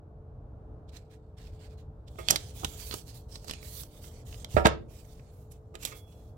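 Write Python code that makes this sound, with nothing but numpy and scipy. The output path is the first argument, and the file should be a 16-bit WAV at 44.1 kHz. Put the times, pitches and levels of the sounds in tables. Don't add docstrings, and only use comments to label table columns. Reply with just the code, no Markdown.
import sys
import numpy as np
from scipy import signal
from scipy.fft import rfft, irfft
from scipy.io import wavfile
from scipy.ndimage import uniform_filter1d

SR = 44100
rng = np.random.default_rng(int(sys.argv[2]) if len(sys.argv) > 2 else 0)


def persist_wave(psi):
    counts = np.round(np.clip(psi, -1, 1) * 32767).astype(np.int16)
    wavfile.write(sys.argv[1], SR, np.atleast_2d(counts).T)


N = 280917


def amp(db):
    return 10 ** (np.asarray(db) / 20)


def unit_rms(x):
    return x / np.sqrt(np.mean(x ** 2) + 1e-20)


def with_energy(x, db):
    return amp(db) * x / np.sqrt(np.sum(x ** 2) / (SR / 100) + 1e-20)


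def curve_at(points, hz):
    freqs, values = np.transpose(points)
    return np.interp(np.log(hz + 1), np.log(freqs + 1), values)


def add(mix, start_s, sound):
    part = mix[round(start_s * SR):][:len(sound)]
    part += sound[:len(part)]


def bins(size=4096):
    return np.fft.rfftfreq(size, 1 / SR)


def colour(x, db):
    log_gain = np.log(amp(np.maximum(db, -100)))
    mirrored = np.concatenate([log_gain, log_gain[-2:0:-1]])
    response = np.exp(np.conj(signal.hilbert(mirrored)))
    taps = np.fft.ifft(response).real
    return signal.oaconvolve(x, taps[:len(db)])[:len(x)]


def drift(rate_hz):
    cycles = np.arange(N) * rate_hz / SR
    line = uniform_filter1d(np.repeat(rng.standard_normal(2000), 8), 8)
    return unit_rms(np.interp(cycles, np.arange(len(line)) / 16, line))


def friction(grains_per_s, spread_db, grain_db, flutter_db):
    sizes = amp(spread_db * np.minimum(rng.exponential(1, N), 4)) * rng.choice([-1, 1], N)
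    grains = unit_rms(sizes * (rng.random(N) < grains_per_s / SR))
    hiss = rng.standard_normal(N) + amp(grain_db) * grains
    return unit_rms(hiss * amp(flutter_db * drift(44)))


def flexed(x, depth_db):
    spectra = signal.stft(x, SR, nperseg=512)[2]
    patches = uniform_filter1d(rng.standard_normal(spectra.shape), 5, axis=0)
    patches = unit_rms(uniform_filter1d(patches, 14, axis=1))
    return unit_rms(signal.istft(spectra * amp(depth_db * patches), SR, nperseg=512)[1][:N])


def gesture(length_s, swell_db, attack_s, release_s):
    t = np.arange(0, length_s + 8 * release_s, 1 / SR)
    hold = amp(swell_db * (np.minimum(t / length_s, 1) - .5))
    release = np.exp(-np.maximum(t - length_s, 0) / release_s)
    return np.minimum(t / attack_s, 1) * hold * release


def resonate(x, hz, width_hz):
    carrier = np.exp(2j * np.pi * hz * np.arange(len(x)) / SR)
    pole = np.exp(-np.pi * width_hz / SR)
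    return 2 * (carrier * signal.lfilter([1 - pole], [1, -pole], x / carrier + 1e-18)).real


def ring(modes, t):
    return sum(rng.choice([-1, 1]) * amp(db - 60 * t / t60) * np.sin(2 * np.pi * hz * t)
               for hz, db, t60 in modes)


# (frequency [Hz], relative density [dB])
AIR_SPECTRUM = [(20, -23.5), (45, -2.5), (85, -1), (130, -4.5), (190, -16), (330, -21.5), (480, -22),
                (700, -23), (1000, -31.5), (1400, -37), (2000, -54), (3500, -60), (8000, -68.5),
                (16000, -72.5)]
# (frequency [Hz], correlation [0-1])
AIR_COHERENCE = [(60, 1), (130, 0.97), (290, 0.92), (640, 0.61), (1400, 0)]


def air():
    hz = bins(N)
    left, independent = rfft(rng.standard_normal((2, N)))
    coherence = curve_at(AIR_COHERENCE, hz)
    right = coherence * left + np.sqrt(1 - coherence ** 2) * independent
    rumble = unit_rms(irfft(np.array([left, right]) * amp(curve_at(AIR_SPECTRUM, hz)), N))
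    return amp(-48 + 1.5 * drift(1.6)) * rumble


# (frequency [Hz], level [dB])
HUM_PARTIALS = [(306.8, -69), (360.7, -90.5), (436.0, -60.5), (484.5, -68.5), (602.9, -70)]


def hum():
    t = np.arange(N) / SR
    return sum(amp(db + 2 * drift(5)) * np.sin(2 * np.pi * hz * t + .6 * drift(6))
               for hz, db in HUM_PARTIALS)


# (frequency [Hz], gain [dB])
ARM_SPECTRUM = [(15, -19), (35, -3), (52, 8), (80, -0.5), (140, -11), (300, -21), (600, -25.5),
                (1200, -41.5), (3000, -68)]
# (midpoint [s], duration [s], level [dB])
ARM_MOVES = [(1.5, 0.65, -49), (2.65, 2.6, -51), (4.35, 2.6, -50.5)]


def arm(rest_db=-64.5):
    level = np.full(N, amp(rest_db))
    for middle, length, db in ARM_MOVES:
        add(level, max(middle - length / 2, 0), amp(db) * np.hanning(round(length * SR)))
    return level * unit_rms(colour(rng.standard_normal(N), curve_at(ARM_SPECTRUM, bins())))


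# (frequency [Hz], gain [dB])
NOTE_SPECTRUM = [(300, -14.5), (900, -6), (1800, -3), (3000, -3), (4300, -1), (6200, -8.5), (8000, -7),
                 (10000, -14), (16000, -16.5)]
# (time [s], duration [s], relative level [dB], swell [dB])
NOTE_SLIPS = [(0.913, 0.054, -61, 14), (.99, 0.12, -86, 0), (1.094, 0.044, -67, 7),
              (1.366, 0.13, -61, -5.5), (1.52, 0.06, -70, -5), (1.588, .07, -60.5, 7),
              (1.687, 0.046, -67, 0), (1.771, 0.029, -61.5, -6)]


def note(held_from_s=0.88, held_until_s=2.1, attack_s=0.019, release_s=0.018):
    hiss = friction(grains_per_s=1200, spread_db=2.5, grain_db=0, flutter_db=1.0)
    slide = flexed(colour(hiss, curve_at(NOTE_SPECTRUM, bins())), depth_db=2.4)
    whisper = amp(-86) * gesture(held_until_s - held_from_s, -6, attack_s, release_s)
    level = np.zeros(N)
    add(level, held_from_s, whisper)
    for start, length, db, swell_db in NOTE_SLIPS:
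        add(level, start, amp(db + 2.5) * gesture(length, swell_db, attack_s, release_s))
    return slide * level


# (frequency [Hz], gain [dB])
BUCKLE_SPECTRUM = [(60, 0.5), (200, 0), (700, -1), (1400, -5), (2300, -9), (3400, -7), (7300, -7),
                   (10000, -16), (12000, -11.5), (16000, -26)]


def buckle(lead_s, build_s, decay_s, peak_hz, bass_db, treble_db):
    t, hz = np.arange(SR // 6) / SR - lead_s, bins()
    crackle = rng.standard_normal(len(t)) * np.exp(np.minimum(t / build_s, -t / decay_s))
    peak = 10 / (1 + (np.log2((hz + 1) / peak_hz) / .35) ** 2)
    shelves = bass_db / (1 + (hz / 1500) ** 4) + treble_db / (1 + (7000 / (hz + 1)) ** 4)
    return colour(crackle, curve_at(BUCKLE_SPECTRUM, hz) + peak + shelves)


# (time [s], relative level [dB], decay [s], resonance [Hz], bass [dB], treble [dB])
PAPER_CRINKLES = [(0.894, -63.5, 0.0061, 3770, -13, -4), (0.97, -53.5, .005, 3960, -18, 2),
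                  (2.083, -59, 0.0062, 3520, -7, -2), (2.303, -30.5, 0.01, 3360, -9.5, -8),
                  (2.3081, -18.5, 0.0022, 6280, -2, 10), (2.324, -31, 0.026, 3380, 10.5, 8),
                  (2.636, -40.5, 0.004, 800, 15, -20), (2.928, -41, .01, 4240, -7, -22),
                  (3.483, -44, 0.0064, 4300, 5.5, 7.5), (5.52, -56, .006, 11100, -7, 5.5),
                  (5.833, -43, 0.01, 2750, -5, 12), (5.876, -43.5, .018, 2440, -1, 10),
                  (6.126, -66.5, .01, 2990, -12, 8)]


def crinkles(lead_s=.04):
    out = np.zeros(N)
    for time, db, decay, *timbre in PAPER_CRINKLES:
        add(out, time - lead_s, with_energy(buckle(lead_s, 0.9 * decay, decay, *timbre), db + 6))
    return out


# (frequency [Hz], gain [dB])
RUB_SPECTRUM = [(150, 0), (450, -1.5), (900, -8), (1600, -5), (2600, -3), (3500, 1), (5500, 1.5),
                (7300, 2.5), (10000, -1.5), (16000, -1.5)]
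# (time [s], duration [s], relative level [dB], swell [dB], relative fizz [dB], hollow [Hz])
HAND_STROKES = [(2.083, 0.11, -68.5, 3, -8.5, 3460), (2.167, 0.12, -58, 5, -18, 3380),
                (2.268, 0.24, -49, -9, -11.5, 3180), (2.533, 0.24, -50, -0.5, -5.5, 3440),
                (2.767, 0.22, -46.5, -1, -3, 4400), (3.047, 0.057, -54.5, 2.5, -7.5, 4070),
                (3.138, 0.035, -49, -10, -1.5, 4490), (3.281, 0.074, -54.5, 5, -7.5, 5160),
                (3.39, 0.1, -61, 10, -10, 4430), (3.47, 0.13, -51.5, -11, -20, 2480),
                (3.602, .21, -49.5, 10.5, -0.5, 4330), (3.877, 0.1, -63, 16, -4, 3560),
                (4.006, 0.073, -52, -3.5, -5, 3180), (4.097, 0.11, -61.5, 1, -13, 2250),
                (4.247, 0.18, -55, -4.5, -7.5, 3100), (4.481, 0.1, -49, 7.5, -8.5, 2880),
                (4.881, 0.12, -59.5, 3, -5.5, 2580), (5.015, .12, -64, 6.5, -8, 2200),
                (5.147, 0.16, -69, -5, -13, 2280), (5.3, 0.14, -74, -1, 0, 2600),
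                (5.51, 0.045, -63, -14, -8, 2600), (5.781, 0.13, -52.5, 3, -9, 2600),
                (5.939, 0.036, -55.5, 0, 0.5, 3270), (6.06, .23, -70.5, -6.5, -5, 2620)]


def rubbing(rest_db=-82.5):
    hiss = friction(grains_per_s=980, spread_db=3.3, grain_db=-6, flutter_db=1.6)
    slide = flexed(colour(hiss, curve_at(RUB_SPECTRUM, bins())), depth_db=3.1)
    body = unit_rms(signal.sosfilt(signal.butter(6, 9500, fs=SR, output="sos"), slide))
    fizz = friction(grains_per_s=2500, spread_db=3, grain_db=-10, flutter_db=1.2)
    fizz = signal.sosfilt(signal.butter(4, 9300, "high", fs=SR, output="sos"), fizz)
    fizz = flexed(fizz, depth_db=1.8)
    touching = np.arange(N) > HAND_STROKES[0][0] * SR
    out = amp(rest_db) * (body + amp(-2) * fizz) * touching
    for time, length, db, swell_db, fizz_db, hollow_hz in HAND_STROKES:
        start = round(time * SR)
        level = amp(db) * gesture(length, swell_db, attack_s=0.033, release_s=0.025)[:N - start]
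        span = slice(start, start + len(level))
        hollow = amp(-2.5 - .7 * fizz_db) * resonate(body[span], hollow_hz, width_hz=370)
        stroke = amp(-0.5) * (body[span] + hollow) + amp(fizz_db + 5.5) * fizz[span]
        add(out, time, level * stroke)
    return out


# (time [s], relative level [dB], decay [s], resonance [Hz], bass [dB], treble [dB])
PAPER_SNAPS = [(2.157, -57, 0.0028, 3040, 18.5, -5.5), (2.2861, -26.5, 0.00062, 3280, -23.5, -12),
               (2.3596, -28.5, 0.0026, 3800, -6, -0.5), (2.6464, -31.5, 0.0034, 3400, 2.5, 2.5),
               (2.9115, -41, 0.0011, 4340, -5, -12), (2.9399, -37.5, 0.0037, 3910, 13, 15),
               (3.356, -47, 0.004, 4640, 0, -12), (3.4443, -51, 0.0044, 4600, 16.5, 13),
               (3.496, -41, 0.0027, 4330, -8, -10), (3.5107, -38.5, 0.0022, 3360, -4, -2),
               (3.5361, -46, 0.0011, 2860, -1, 3), (3.629, -52.5, 0.0027, 2230, 9, 0),
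               (3.835, -50.5, .0015, 6250, 2, 2), (4.042, -58.5, .003, 2000, 1.5, -13),
               (4.327, -55.5, 0.0019, 2740, -6.5, -25), (4.344, -54.5, 0.0015, 3330, -4.5, -30.5),
               (4.446, -43, 0.001, 3600, -11, -6), (5.195, -63, .003, 2600, 5, -30),
               (5.7535, -46.5, 0.0026, 2667, 3, -3.5), (5.851, -32.5, .0057, 3310, -4.5, 14.5)]


def snaps(lead_s=.04, build_s=0.0002):
    out = np.zeros(N)
    for time, db, decay, *timbre in PAPER_SNAPS:
        add(out, time - lead_s, with_energy(buckle(lead_s, build_s, decay, *timbre), db + 6.5))
    return out


# (frequency [Hz], gain [dB])
CONTACT_SPECTRUM = [(30, -19.5), (70, -2.5), (130, -3.5), (200, 0), (265, -9), (340, 1.5), (450, 3),
                    (650, 0.5), (1000, -4.5), (1400, -3.5), (2000, -8), (3500, -12), (5500, -17),
                    (8000, -16.5), (16000, -20.5)]


def contact_noise(envelope):
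    noise = rng.standard_normal(len(envelope)) * envelope
    return unit_rms(colour(noise, curve_at(CONTACT_SPECTRUM, bins())))


# (frequency [Hz], relative level [dB], T60 [s])
OBJECT_MODES = [(360, -14.5, .25), (645, -7, 0.29), (990, -5.5, 0.089), (1163, -10, 0.06),
                (1240, 6.5, 0.12), (1910, -1, 0.094), (2150, 2.5, 0.18), (2324, -2, 0.2), (2650, 0.5, 0.14),
                (3368, -5.5, 0.75), (3570, -8, 0.084), (5340, -18, .2)]
# (time [s], relative level [dB], tilt [dB/octave], scuff [dB])
OBJECT_TOUCHES = [(2.185, -39, -8.5, -4.5), (5.74, -49, -13.5, -6.5), (5.917, -46.5, -0.5, -1.5)]


def small_object():
    out, t = np.zeros(N), np.arange(SR) / SR
    onset = 1 - np.exp(-t / 0.0022)
    for time, db, tilt_db, scuff_db in OBJECT_TOUCHES:
        modes = [(hz, level + tilt_db * np.log2(hz / 1500), t60) for hz, level, t60 in OBJECT_MODES]
        scuff = amp(scuff_db) * contact_noise(np.exp(-t / 0.029))
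        touch = unit_rms(ring(modes, t)) + scuff
        add(out, time, with_energy(touch * onset, db + 7))
    return out


# (frequency [Hz], relative level [dB], T60 [s])
TABLE_MODES = [(70, -8, .35), (156, -10, .13), (208, -7, .14), (345, -11, .25), (398, -13, .22),
               (560, -4, .14), (651, -1, .13), (745, -4, .2), (945, -8, .2), (1175, -5, .11),
               (1265, -3, .13), (1370, -3, .13), (1716, -14, .17), (1922, -19, .15)]
# (time [s], relative level [dB], low-pass corner [Hz], build-up [s],
# clatter decay [s], ringing [dB], thud [Hz], thud [dB], left feed [dB])
TABLE_BLOWS = [(4.5432, -28.5, 190, 0.0009, 0.006, -10, 107, -1, 1.5),
               (4.567, -15.5, 2100, 0.001, 0.016, 2.5, 597, -5.5, -3),
               (4.6526, -18, 1110, 0.0023, 0.009, -10, 202.3, -6.5, 9),
               (4.659, -15.5, 4570, 0.0037, 0.003, -14.5, 1286, -7.5, -3.5),
               (4.669, -20, 8050, 0.0011, 0.0037, -9.5, 345, -5.5, 2)]


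def knocks(lead_s=.02):
    left, right = np.zeros((2, N))
    t = np.arange(SR // 2) / SR - lead_s
    after = np.maximum(t, 0)
    for time, db, corner_hz, build, decay, ring_db, thud_hz, thud_db, left_db in TABLE_BLOWS:
        clatter = contact_noise(np.exp(np.minimum(t / build, -t / decay)))
        ringing = amp(ring_db) * unit_rms(ring(TABLE_MODES, after))
        thud = np.sin(2 * np.pi * thud_hz * after) * after * np.exp(-after / 0.0043)
        blow = clatter + ringing + amp(thud_db) * unit_rms(thud)
        softness_db = -10 * np.log10(1 + (bins() / corner_hz) ** 4)
        blow = with_energy(colour(blow, softness_db), db + 5.5)
        add(left, time - lead_s, amp(left_db) * blow)
        add(right, time - lead_s, blow)
    return left, right


def scattered(x, echo_db):
    t = np.arange(SR // 100) / SR
    paths = rng.standard_normal((3, len(t))) * np.exp(-t / 0.0059)
    paths /= np.linalg.norm(paths, axis=1, keepdims=True)
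    pose = np.array([drift(2) for _ in paths])
    pose /= np.linalg.norm(pose, axis=0)
    treble = signal.sosfiltfilt(signal.butter(2, 450, "high", fs=SR, output="sos"), x)
    echoes = np.sum(pose * signal.oaconvolve(treble[None], paths, axes=1)[:, :N], axis=0)
    rippled = (treble + amp(echo_db) * echoes) / np.sqrt(1 + amp(echo_db) ** 2)
    return x - treble + rippled


# (frequency [Hz], gain [dB])
PORT_SHADOW = [(100, -3), (250, -8), (700, -10.5), (2400, -7), (4400, -10), (8700, -9), (9600, -14),
               (16000, -16)]


def shadowed(x, lag_samples=16):
    return colour(np.roll(x, lag_samples), curve_at(PORT_SHADOW, bins()))


# (frequency [Hz], T60 [s])
ROOM_T60 = [(100, 0.52), (260, 0.55), (700, 0.26), (1800, .24), (5000, 0.24), (14000, 0.039)]


def room(x, gap_s=.004):
    taps = rng.choice([-1., 1.], (2, SR)) * (rng.random((2, SR)) < .1)
    taps *= np.arange(SR) > gap_s * SR
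    hz, t, spectra = signal.stft(taps, SR, nperseg=256)
    decay = amp(-60 * t / curve_at(ROOM_T60, hz)[:, None])
    tail = signal.istft(spectra * decay, SR, nperseg=256)[1]
    return signal.fftconvolve(x[None], tail / np.linalg.norm(tail[0]), axes=1)[:, :N]


def scene():
    hands = note() + rubbing()
    clicks = snaps() + crinkles() + small_object()
    knocks_left, knocks_right = knocks()
    hands_left = 0.043 * hands + 0.99 * (note() + rubbing())
    left = shadowed(hands_left + scattered(clicks + knocks_left, echo_db=0.26))
    right = hands + scattered(clicks + knocks_right, echo_db=-11.5)
    reverb = room(amp(-26) * hands + amp(-20) * clicks + amp(-15) * knocks_right)
    return np.array([left, right]) + reverb * amp([[-3], [0]]) + arm() + air() + hum()


def record(dry):
    lowpass = signal.firwin(511, 16000, window=("kaiser", 9), fs=SR)
    return signal.oaconvolve(np.clip(dry, -1, 1), lowpass[None], "same")


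dry = scene()
out = record(dry)
persist_wave(out)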